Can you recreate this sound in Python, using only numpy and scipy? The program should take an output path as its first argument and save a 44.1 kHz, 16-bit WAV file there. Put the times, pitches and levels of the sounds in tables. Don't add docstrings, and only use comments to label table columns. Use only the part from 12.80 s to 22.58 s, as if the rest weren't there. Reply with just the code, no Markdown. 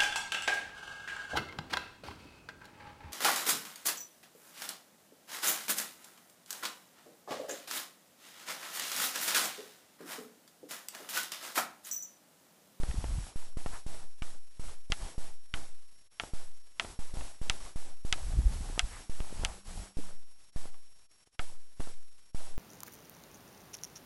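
import sys
import numpy as np
from scipy import signal
from scipy.fft import rfft, irfft
from scipy.io import wavfile
from scipy.ndimage import uniform_filter1d, minimum_filter1d

SR = 44100
rng = np.random.default_rng(int(sys.argv[2]) if len(sys.argv) > 2 else 0)


def file_out(sig):
    cols = np.atleast_2d(sig).T
    lim = np.clip(cols, -1, 1)
    pcm = np.round(lim * 32767).astype(np.int16)
    wavfile.write(sys.argv[1], SR, pcm)


N = 431298
T = np.arange(N) / SR
TOP_HZ = 11250


def undb(db):
    return 10 ** (np.asarray(db) / 20)


def unit(x):
    return x / np.sqrt(np.mean(x ** 2))


def butter(x, hz, kind, order=2):
    return signal.sosfilt(signal.butter(order, np.minimum(hz, .45 * SR), kind, fs=SR, output="sos"), x)


def filtered_noise(hz, kind, length=N, order=2):
    return unit(butter(rng.standard_normal(length), hz, kind, order))


def shaped_noise(points):
    hz, db = np.transpose(points)
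    f = np.maximum(np.fft.rfftfreq(N, 1 / SR), 1)
    skirts = np.minimum(f / hz[0], 1) ** 2 * np.minimum(hz[-1] / f, 1) ** 2
    shape = undb(np.interp(np.log(f), np.log(hz), db))
    return unit(irfft(rfft(rng.standard_normal(N)) * skirts * shape, N))


def wander(rate):
    size = int(SR / rate)
    steps = np.repeat(rng.standard_normal(N // size + 1), size)
    return unit(uniform_filter1d(steps, size)[:N])


def bump(s, width):
    return np.exp(-np.minimum(((T - s) / width) ** 2, 50))


def add(track, s, sound):
    i = max(int(s * SR), 0)
    track[i:i + len(sound)] += sound[:N - i]


# start in seconds, voltage step in dB, hold in seconds.
POP_STEPS = [ (0.000, -18, 0.11), (0.559, -20.5, 0.12), (0.771, -18, 0.086), (1.0645, -20.5, 0.16),
             (1.4207, -19.5, .11), (1.7962, -22, 0.14), (2.1008, -18.5, 0.14), (2.38, -19.5, .12),
             (2.74, -21, 0.15), (3.5354, -19.5, .12), (4.1905, -20, 0.12), (4.339, -22.5, 0.21),
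             (4.6153, -19, 0.094), (4.9593, -19.5, 0.13), (5.2497, -17.5, 0.076), (6.296, -19.5, 0.48),
             (7.17, -20, 0.15), (7.761, -19, .11), (8.595, -20.5, 0.13), (8.998, -19.5, .13),
             (9.5470, -18.5, 0.16)]
KNOCK_TIMES = [0.034, 0.862, 2.1205, 4.3714, 4.699, 5.325, 6.404]

def pops(snap_s=0.00055, creep_s=0.034, creep_share=0.54, collapse_s=0.0032, kick=0.41,
         fade_s=0.015, sag_s=0.031, gain_db=16.5, fully_open_db=-20):
    sensitivity, voltage, t = np.zeros(N), np.zeros(N), T[:SR]
    rise = 1 - (1 - creep_share) * np.exp(-t / snap_s) - creep_share * np.exp(-t / creep_s)
    for s, step_db, hold_s in POP_STEPS:
        held = lambda fall_s: undb(step_db) * (1 - np.tanh((t - hold_s) / (2 * fall_s))) / 2
        next_knock = min((when - s for when in KNOCK_TIMES if when > s), default=1)
        collapse = np.where(t < next_knock, 1, (1 + kick) * np.exp(-np.abs(t - next_knock) / collapse_s))
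        add(voltage, s, held(fade_s) * rise * collapse)
        add(sensitivity, s, held(sag_s))
    return undb(gain_db) * np.minimum(sensitivity, undb(fully_open_db)), voltage


# frequency in Hz, relative level in dB.
WASH_TONE = [(50, 9), (150, -2), (330, -1.5), (480, -6.5), (800, -0.5), (1150, -10), (1600, -10),
             (2400, -14.5), (5000, -14), (11000, -17.5)]
# middle in seconds, half length in seconds, pitch in Hz, level in dB.
RAIN_SWELLS = [(0.955, 0.031, 1200, -47.5), (6.15, 0.053, 1530, -50.5), (6.66, 0.084, 770, -49.5),
               (7.191, 0.012, 303, -43.5)]

def rain(wash_db=-53.5, flicker_db=3.27, patter_db=-57, per_second=260, patter_hz=950, ring_cycles=1.63):
    patter, t = np.zeros(N), T[:SR // 50]
    count = int(per_second * N / SR)
    starts = rng.uniform(0, N / SR, count)
    for s, (size, pitch) in zip(starts, np.clip(rng.standard_normal((count, 2)), -2, 2)):
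        cycles = patter_hz * 2 ** (.6 * pitch) * t
        add(patter, s, undb(5 * size) * np.sin(2 * np.pi * cycles) * np.exp(-cycles / ring_cycles))
    swells = sum(undb(db) * bump(s, width) * filtered_noise([hz / 1.52, hz * 1.39], "band")
                 for s, width, hz, db in RAIN_SWELLS)
    wash = undb(wash_db + flicker_db * wander(17)) * shaped_noise(WASH_TONE)
    return wash + undb(patter_db) * unit(patter) + swells


def background(hiss_db=-51.5, floor_db=-66.5, flutter_db=2):
    hiss = undb(hiss_db) * filtered_noise(TOP_HZ, "low", order=8)
    floor_level = undb(floor_db + flutter_db * wander(90))
    return hiss, floor_level * shaped_noise([(30, 14), (150, 1), (400, -1.5), (2000, -2.5), (11000, -3)])


# pitch in Hz, level in dB, share that skips the microphone (0 to 1).
MOTOR_TONES = [(5362, -81, .7), (5561, -68, .52), (7834, -67, .03), (7894, -67, .03), (10926, -65, .22),
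               (11123, -67, .22)]

def motor_whine(openness, waver=0.00043, flicker_db=2):
    out = 0
    for hz, db, direct in MOTOR_TONES:
        phase = 2 * np.pi * np.cumsum(hz * (1 + waver * wander(60))) / SR
        tone = undb(db + flicker_db * wander(45)) * np.sqrt(2) * np.sin(phase)
        out = out + tone * (direct + (1 - direct) * openness)
    return out


# pitch in Hz, relative level in dB, seconds to fade by 60 dB.
HOUSING_NOTES = [(705, -11, .055), (770, -9, .055), (870, -12, .045), (1210, -6, .045), (1315, -4, .04),
                 (1540, -9, .035), (1776, -7, .035), (2088, -5, .03), (2487, -5, .03), (2680, -7, .025),
                 (2928, 0, .028), (3197, -4, .022), (3488, -9, .02), (4554, -4, .015)]

def housing_ring(t, ring_db=5, detune=0.04):
    hz, db, fade_s = np.transpose(HOUSING_NOTES)
    gain = undb(ring_db + db + rng.standard_normal(len(hz))) * (-1) ** np.arange(len(hz))
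    pitch = hz * (1 + detune * rng.standard_normal(len(hz)))
    return gain @ (np.sin(2 * np.pi * np.outer(pitch, t)) * undb(-60 * np.outer(1 / fade_s, t)))


# start in seconds, peak level in dB,
# Hz above which the treble fades.
HOUSING_DROPS = [ (0.0342, -30.5, 1310), (0.112, -34.5, 1790), (0.242, -23.5, 970), (0.7717, -37, 1140),
                 (0.8612, -21.5, 1030), (1.4222, -27, 1840), (2.1211, -11.5, 4760), (2.7397, -20.5, 2670),
                 (3.3985, -17.5, 2580), (3.4363, -26.5, 1030), (3.9976, -13, 2970), (4.0473, -27.5, 1120),
                 (4.08, -44.5, 990), (4.3699, -43, 900), (4.4098, -31.5, 1420), (4.6980, -8, 6540),
                 (5.3265, -8, 6700), (5.978, -23, 880), (5.9937, -6.5, 8600), (6.404, -37, 2170),
                 (6.6356, -24.5, 960), (6.649, -10, 11000), (7.8557, -32.5, 805), (7.943, -46, 1700),
                 (8.474, -54, 741), (8.5935, -22, 2100), (9.0038, -27.5, 1070), (9.0730, -33, 950)]

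def drops(crack_db=27.5, rebound=0.24, rebound_s=0.000663, knock_db=17, knock_hz=3100, knock_s=0.00023,
          push_db=24.5, push_s=0.00011, rattle_db=3, rattle_s=0.053, spray_db=2, spray_s=0.019):
    out, t = np.zeros(N), T[:SR // 12]
    crack = butter(1. * (t == 0), [2200, 8500], "band")
    crack = undb(crack_db) * crack / np.abs(crack).max()
    crack = crack + rebound * np.interp(t - rebound_s, t, crack, left=0)
    knock = undb(knock_db) * t / knock_s * np.exp(1 - t / knock_s) * np.cos(2 * np.pi * knock_hz * t)
    push = undb(push_db) * t / push_s * np.exp(1 - t / push_s)
    for s, peak_db, bright_hz in HOUSING_DROPS:
        ring = housing_ring(t)
        rattle = filtered_noise([1100, 4000], "band", len(t)) * undb(rattle_db - 60 * t / rattle_s)
        spray = filtered_noise(4100, "high", len(t)) * undb(spray_db - 60 * t / spray_s)
        softness = min(800 / bright_hz, 1) ** 2
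        hit = butter(crack + knock + ring + rattle + spray + push * softness, bright_hz, "low")
        add(out, s, undb(peak_db) * hit / np.abs(hit).max())
    return out


# middle in seconds, relative level in dB, half length in seconds.
AIR_PUFFS = [ (0.096, -26, 0.021), (0.179, -26, 0.017), (0.298, -24.5, 0.076), (0.413, -34, 0.06),
             (0.929, -37.5, 0.041), (1.178, -50, 0.075), (1.87, -33.5, 0.031), (2.237, -31, 0.036),
             (3.44, -46, 0.027), (4.07, -43, 0.061), (4.42, -35.5, 0.06), (4.833, -38, 0.037),
             (5.474, -29, .07), (5.58, -19, 0.038), (5.672, -24.5, 0.064), (5.813, -30, 0.19),
             (6.053, -36, 0.025), (6.148, -41, 0.072), (6.465, -47.5, 0.03), (6.626, -29, 0.072),
             (6.72, -50, 0.083), (6.89, -36.5, 0.029), (6.987, -30.5, 0.043)]
# frequency in Hz, relative level in dB.
RUMBLE_TONE = [(12, -20), (20, 12.5), (42, 4), (65, 0.5), (122, -18), (238, -28), (500, -47), (650, -62),
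               (1100, -120)]

def gusts(gain_db=-1):
    level = sum(undb(db) * bump(s, width) for s, db, width in AIR_PUFFS)
    return undb(gain_db) * level * np.tanh(shaped_noise(RUMBLE_TONE))


# middle in seconds, peak level in dB, half length in seconds.
LOW_THUMPS = [(0.144, -34, 0.0013), (0.188, -29, 0.0028), (0.385, -26, 0.0031), (5.589, -20.5, 0.0029),
              (5.591, -33.5, 0.0012), (5.666, -17.5, 0.0066), (5.808, -36, 0.0017), (5.9, -36, .001),
              (6.041, -23, 0.0091), (6.527, -36, 0.00079), (7.188, -34, 0.00098), (9.006, -35.5, 0.0014)]

def thumps():
    return sum(undb(db) * np.sqrt(2 * np.e) * (T - s) / width * bump(s, width)
               for s, db, width in LOW_THUMPS)


def noise_gate(sound, open_db=-53, knee_db=5.5, sense_s=0.0098, hold_s=0.0089,
               fall_db_per_s=260, duck_db=-20):
    sense, hold, fall = int(sense_s * SR), int(hold_s * SR), fall_db_per_s * T
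    level = uniform_filter1d(np.abs(sound), sense, origin=(sense - 1) // 2)
    recent_peak = -minimum_filter1d(-np.abs(level), hold, origin=(hold - 1) // 2)
    level_db = np.maximum.accumulate(20 * np.log10(recent_peak + 1e-9) + fall) - fall
    opening = (1 + np.tanh((level_db - open_db) / (2 * knee_db))) / 2
    swell = uniform_filter1d(np.abs(sound), SR // 8)
    return opening / (1 + swell / undb(duck_db))


# middle in seconds, half length in seconds.
LEVEL_DIPS = [(3.294, 0.015), (7.717, 0.011), (8.282, 0.013), (8.451, 0.0091), (8.506, 0.02),
              (8.576, 0.016), (9.524, 0.0097)]

def dips(depth_db=-20):
    return undb(depth_db * sum(bump(s, width) for s, width in LEVEL_DIPS))


def hum(hz=193, db=-56, middle_s=7.02, width_s=0.61, waver=0.0314):
    level = undb(db + 2 * wander(25)) * bump(middle_s, width_s)
    return level * np.sin(2 * np.pi * np.cumsum(hz * (1 + waver * wander(27))) / SR)


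def scene(gate_db=-0.78):
    sensitivity, pop_voltage = pops()
    blows = drops() + gusts() + thumps()
    openness = np.maximum(sensitivity, undb(gate_db) * noise_gate(blows))
    hiss, floor = background()
    bed = dips() * (openness * (rain() + hiss) + floor + motor_whine(openness))
    return (bed + hum() * np.sqrt(openness + 0.0076) + blows + pop_voltage)[None]


def record(dry, drain_hz=1.6):
    drained = butter(dry, drain_hz, "high", order=1)
    return signal.sosfilt(signal.ellip(8, .2, 70, TOP_HZ, fs=SR, output="sos"), drained)


dry = scene()
out = record(dry)
file_out(out)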